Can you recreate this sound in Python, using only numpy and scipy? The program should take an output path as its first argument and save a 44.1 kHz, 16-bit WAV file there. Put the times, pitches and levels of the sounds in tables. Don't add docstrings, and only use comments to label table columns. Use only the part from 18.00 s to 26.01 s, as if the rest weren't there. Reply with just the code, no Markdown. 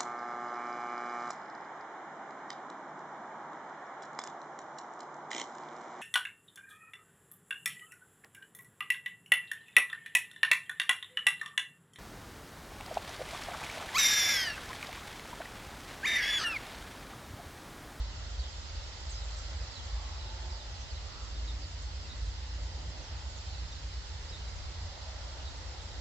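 import sys
import numpy as np
from scipy import signal
from scipy.fft import rfft, irfft, next_fast_len
from scipy.io import wavfile
from scipy.ndimage import uniform_filter1d, map_coordinates

SR = 44100
rng = np.random.default_rng(int(sys.argv[2]) if len(sys.argv) > 2 else 0)


def master(y):
    cut = np.clip(np.atleast_2d(y).T, -1, 1)
    pcm = np.round(cut * 32767)
    wavfile.write(sys.argv[1], SR, pcm.astype(np.int16))


N = 353108

# time_s, level_db
CHATTER_LEVEL = [(0.1, -54.5), (1.36, -53), (2.95, -54.5), (4.92, -55), (5.55, -54.5), (7.9, -54.5)]
PORT_LAG_S = .0005


def amp(db):
    return 10 ** (np.asarray(db) / 20)


def unit(x):
    return x / np.sqrt(np.mean(x ** 2) + 1e-20)


def along(points, hz):
    point_hz, value = np.transpose(points)
    return np.interp(np.log(hz + 1), np.log(point_hz + 1), value)


def curves(rows):
    time_s, *columns = np.transpose(rows)
    return [np.interp(np.arange(N) / SR, time_s, column) for column in columns]


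def bell(center_s, spread_s):
    t = np.arange(N) / SR
    return np.exp(-((t - center_s) / spread_s) ** 2 / 2)


def wobble(rate):
    knots = rng.standard_normal(int(N * rate / SR) + 4)
    return map_coordinates(knots, [np.arange(N) * rate / SR])


def filtered(x, response):
    size = next_fast_len(N + SR // 4)
    hz = np.fft.rfftfreq(size, 1 / SR)
    return irfft(rfft(x, size) * response(hz), size)[..., :N]


def add(track, start, sound):
    lo, hi = max(start, 0), min(start + len(sound), N)
    if hi > lo:
        track[lo:hi] += sound[lo - start:hi - start]


def rush(spectrum, patchy_db, lag_s):
    # pitch_hz, left_right_likeness (1 = identical)
    likeness = [(60, 0.79), (160, 0.98), (300, 0.77), (480, 0.65), (750, 0.55), (2000, 0.38), (4500, 0.12),
                (6500, 0.071)]
    grains = signal.stft(rng.standard_normal((2, N)), nperseg=1024)[2]
    patches = uniform_filter1d(rng.standard_normal(grains.shape[1:]), 7, 0)
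    patches = uniform_filter1d(patches, 16, 1)
    pair = signal.istft(grains * amp(patchy_db * unit(patches)), nperseg=1024)[1][:, :N]

    def mid_side_response(hz):
        angle = np.arccos(np.clip(along(likeness, hz), -1, 1)) / 2
        return amp(along(spectrum, hz)) * [np.cos(angle), np.sin(angle)]

    mid, side = filtered(pair, mid_side_response)
    left, right = mid + side, mid - side
    return unit(np.array([left, np.roll(right, round(lag_s * SR))]))


def scatter(x, t60):
    t = np.arange(SR // 2) / SR
    tail = rng.standard_normal((2, len(t))) * amp(-60 * t / t60)
    return signal.fftconvolve(x, tail / np.linalg.norm(tail[0]), axes=1)[:, :N]


def firing_note(low_hz, top_hz, top_s, rev_s):
    fade_db, fade_rate, waver_rad = 2, 7, 0.43
    hz = low_hz + (top_hz - low_hz) * bell(top_s, rev_s)
    phase = 2 * np.pi * (np.cumsum(hz) / SR + rng.random()) + waver_rad * wobble(9)
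    return amp(fade_db * wobble(fade_rate)) * np.sqrt(2) * np.sin(phase)


def engines():
    # time_s, level_db
    heavy_level = [(0, -38), (.42, -46), (.65, -39.5), (1.0, -43.5), (1.15, -40.5), (1.55, -43),
                   (1.76, -46), (1.93, -40.5), (2.35, -40.5), (2.55, -43), (3.0, -49), (3.45, -37),
                   (3.85, -42.5), (4.25, -39), (4.62, -37.5), (4.8, -49.5), (5.7, -46), (8.0, -47.5)]
    # low_hz, top_hz, top_s, rev_s (time spread of the rise)
    heavy_note = (50.7, 55.4, 5, 2.6)
    # low_hz, top_hz, top_s, rev_s, nearest_s, half_passing_s, level_db
    far_engines = [ (74.1, 85.7, 5.6, 3.3, 3.5, 4.7, -50), (63, 64.2, 3.13, 1.932, 5, 2.1, -45.5),
                   (64, 72.5, 4.4, 2.9, 0.19, 1.1, -46.5), (72, 74, 4.01, 2.02, 2.6, 2.7, -51.5),
                   (82.6, 86, 7.7, 0.48, 6.8, 0.06, -42.5), (127.5, 151.5, 6.3, 3, 4.6, 2.1, -61)]
    # center_s, spread_s, gain_db
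    throbs = [(0.005, 0.024, 6), (0.405, 0.024, 8.5), (.65, 0.037, -6), (1.125, 0.018, 4),
              (1.625, .015, 12.5), (1.737, .06, -19), (1.946, 0.019, 9), (2.29, .06, 2),
              (2.612, 0.019, -10), (3.17, 0.019, -10), (3.513, 0.017, 2.5), (4.27, 0.02, 5),
              (4.534, 0.017, 0.5), (4.63, .02, 5), (4.884, 0.016, 6.5), (5.05, .02, -6), (5.113, .018, 5.5),
              (5.627, .02, 5), (5.9, .025, 4.5), (6.2, 0.015, -8), (6.855, 0.027, 8.5)]
    drone_db, gust_db = -1.55, 0.5
    t = np.arange(N) / SR
    heavy_db, = curves(heavy_level)
    drone = amp(heavy_db) * firing_note(*heavy_note)
    for *note, nearest_s, half_s, level_db in far_engines:
        distance = np.hypot(1, (t - nearest_s) / half_s)
        drone += amp(level_db) / distance * firing_note(*note)
    throb_db = sum(gain_db * bell(center_s, spread_s) for center_s, spread_s, gain_db in throbs)
    return drone * amp(drone_db + gust_db * wobble(8) + throb_db)


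def road():
    # pitch_hz, relative_level_db (per Hz)
    rumble_colour = [(15, -25.5), (23, -26.5), (27, -10), (45, -1.5), (58, 0.5), (85, -2.5), (98, -7.5),
                     (125, -14), (165, -23), (300, -23.5), (500, -26), (1500, -75.5)]
    # pitch_hz, relative_level_db (per Hz)
    tyre_colour = [(200, -22), (400, -8.5), (480, -4.5), (550, 2.5), (680, -0.5), (880, 2), (1100, -4),
                   (1400, -3), (1700, -10.5), (2000, -4), (2400, -17.5), (4000, -10), (8000, -58.5)]
    # time_s, level_db
    tyre_level = [(0.1, -55.5), (0.8, -56.5), (2.0, -55), (3.98, -58.5), (4.65, -57.5), (5.1, -55),
                  (5.59, -58), (6.5, -56), (7.9, -54.5)]
    tyre_trim_db = 1
    tyre_db, = curves(tyre_level)
    rumble = amp(-46) * rush(rumble_colour, patchy_db=1.6, lag_s=0)
    wash = amp(tyre_db + tyre_trim_db) * rush(tyre_colour, patchy_db=1.27, lag_s=0)
    return rumble + wash


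def passing_tyres():
    # nearest_s, spread_s, tyre_pitch_hz, width_hz, level_db
    tyre_bands = [(1.5, 0.22, 1990, 200, -62), (1.45, .25, 1330, 198, -61.5),
                  (2.037, 0.15, 825, 160, -58.5), (2.43, 0.16, 882, 50, -57),
                  (2.056, 0.07, 1130, 130, -55.5), (2.4, 0.2, 362, 90, -60.5),
                  (3.174, 0.14, 1240, 480, -57), (3.56, 0.15, 292, 170, -60), (4.8, 0.3, 280, 170, -62),
                  (7.27, 0.25, 625, 200, -56.5), (7.6, 0.14, 874, 140, -65), (7.6, 0.32, 1420, 348, -64)]
    tread = rush([(100, 0), (3000, 0.002)], patchy_db=-0.5, lag_s=0)
    singing = np.zeros((2, N))
    for nearest_s, spread_s, pitch_hz, width_hz, level_db in tyre_bands:
        band = filtered(tread, lambda hz: 1 / (1 + ((hz - pitch_hz) / width_hz * 2) ** 2))
        singing += amp(level_db) * bell(nearest_s, spread_s) * unit(band)
    return amp(-2.0) * singing


def far_hiss():
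    # pitch_hz, relative_level_db (per Hz)
    hiss_colour = [(150, -9.5), (1000, -1.5), (1700, -0.5), (2000, 0.5), (2400, -3.5), (3000, 0), (4300, 1),
                   (5300, -0.5), (6000, -4.5), (7100, -8), (8400, -18), (9600, -38.5), (11000, -42.5),
                   (12500, -34.5)]
    hiss_trim_db = 2.22
    level_db, = curves(CHATTER_LEVEL)
    return amp(level_db + hiss_trim_db) * rush(hiss_colour, patchy_db=0.8, lag_s=PORT_LAG_S)


def chirp(length_s, top_hz, end_hz, rasp):
    u = np.linspace(0, 1, int(max(length_s, .01) * SR))
    rise = u / .21
    hook = (rise * np.exp(1 - rise)) ** 2
    knots = np.linspace(0, 1, 40)
    flutter, tremor = rng.standard_normal((2, len(knots)))
    glide_hz = end_hz + (top_hz - end_hz) * hook
    hz = glide_hz * np.interp(u, knots, 1 + rasp * flutter)
    envelope = np.abs(np.sin(np.pi * knots ** .78)) ** .8
    swell = np.interp(u, knots, envelope * amp(2.3 * tremor))
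    return unit(swell * np.sin(2 * np.pi * np.cumsum(hz) / SR))


def near_birds():
    # start_s, length_s, top_hz, end_hz, level_db
    near_notes = [ (0.387, .045, 4900, 3750, -52), (0.43, .05, 3500, 3080, -54),
                  (.675, .035, 7300, 5800, -61), (1.09, 0.06, 7780, 5950, -52),
                  (1.14, .062, 5300, 4950, -49.8), (1.183, 0.069, 4150, 3700, -55),
                  (1.228, .07, 7500, 6850, -62), (1.364, 0.046, 7700, 5200, -58),
                  (1.378, .045, 7800, 5500, -58), (1.666, 0.026, 5600, 5360, -54),
                  (1.70, 0.06, 4860, 4350, -56), (1.748, 0.04, 4150, 3910, -51),
                  (1.775, .065, 3450, 2950, -54), (1.845, .035, 7360, 5860, -58),
                  (2.198, 0.036, 4100, 3680, -55), (2.503, .045, 5480, 4440, -53),
                  (2.583, .06, 4000, 3440, -57.5), (2.73, .04, 4900, 4100, -58),
                  (2.8, 0.042, 6300, 5180, -56), (2.895, 0.035, 4850, 4300, -55),
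                  (2.94, .05, 4400, 3670, -57), (3.24, .022, 7400, 5900, -57),
                  (3.347, 0.036, 3800, 3600, -56), (3.47, .05, 3870, 3600, -51),
                  (3.615, .035, 4900, 4450, -52.5), (3.818, .028, 7760, 6300, -59),
                  (4.083, 0.055, 3880, 3650, -54), (5.018, .06, 6400, 5250, -59),
                  (5.068, .04, 5400, 4850, -54), (5.358, .06, 6800, 5100, -58),
                  (5.481, .045, 4500, 4050, -57), (5.535, 0.032, 4450, 3850, -55),
                  (5.575, .035, 4500, 3950, -57), (5.713, 0.024, 6150, 5750, -59),
                  (5.711, 0.03, 4040, 3670, -53), (5.751, .035, 4200, 4000, -56),
                  (6.285, .035, 5400, 4880, -53), (6.32, .05, 3830, 3690, -51),
                  (6.39, 0.048, 2950, 2820, -59), (6.44, 0.064, 4150, 3820, -61),
                  (7.45, .055, 4100, 3720, -54)]
    # start_s, length_s, top_hz, end_hz, level_db
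    whistles = [(4.21, .09, 8300, 8340, -75), (5.278, .04, 7080, 7020, -59),
                (5.345, 0.094, 7050, 7130, -62), (5.43, 0.14, 7020, 6900, -66)]
    trim_db, left_over_right_db, echo_db = -3, -1.5, -3
    ears = np.zeros((2, N))
    for start_s, length_s, top_hz, end_hz, level_db in near_notes + whistles:
        rasp = np.interp(top_hz, [4000, 5500, 7000], [.036, .016, .003])
        note = chirp(length_s, top_hz, end_hz, rasp)
        add(ears[0], round(start_s * SR), amp(level_db + left_over_right_db / 2) * note)
        add(ears[1], round((start_s + PORT_LAG_S) * SR), amp(level_db - left_over_right_db / 2) * note)
    return amp(trim_db) * (ears + amp(echo_db) * scatter(ears, t60=.25))


def flock(count=8000):
    # pitch_hz, relative_level_db (per Hz)
    voice_colour = [(1500, -28.5), (2500, -6.5), (3200, -2), (3800, -4), (4500, -2), (5300, 1.5),
                    (6000, -9.5), (7100, -3.5), (7800, -9.5), (8600, -29), (9600, -35.5)]
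    shortest_s, length_spread_s = 0.01905, .036
    least_fall, fall_spread = 0.0499, .28
    voices_trim_db = 0.5
    ears = np.zeros((2, N))
    for turn, (when, area, bearing, length, pitch, fall) in enumerate(rng.random((count, 6))):
        end_hz = 2200 + 4900 * pitch
        top_hz = end_hz * (1 + least_fall + fall_spread * fall ** 2)
        call = chirp(shortest_s + length_spread_s * length, top_hz, end_hz, rasp=0.0099)
        distance = np.sqrt(.22 + area)
        lag = round(PORT_LAG_S * SR * np.cos(np.pi * bearing ** 3))
        start = int((turn + when) / count * (N + SR // 10)) - SR // 10
        add(ears[0], start, call / distance)
        add(ears[1], start + lag, call / distance)
    echo = amp(-5.5) * scatter(ears, t60=.3)
    mass = filtered(ears + echo, lambda hz: amp(along(voice_colour, hz)))
    level_db, = curves(CHATTER_LEVEL)
    return amp(level_db + voices_trim_db) * unit(mass)


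def scene():
    traffic = engines() + road() + passing_tyres()
    birds = far_hiss() + near_birds() + flock()
    return traffic + birds


def record(dry):
    # pitch_hz, left_minus_right_db
    mic_tilt = [(60, -0.9), (160, -0.5), (300, -1.5), (650, -1.5), (900, -2.5), (1400, -3.5), (2000, -3),
                (2400, 2.5), (2900, 2.5), (3500, -0.5), (4400, -6.5), (5500, -1.5), (6000, -2),
                (7200, -5.5), (8200, -0.5)]
    top_hz = 15700
    return filtered(dry, lambda hz: amp(np.outer([.5, -.5], along(mic_tilt, hz))) * (hz < top_hz))


dry = scene()
out = record(dry)
master(out)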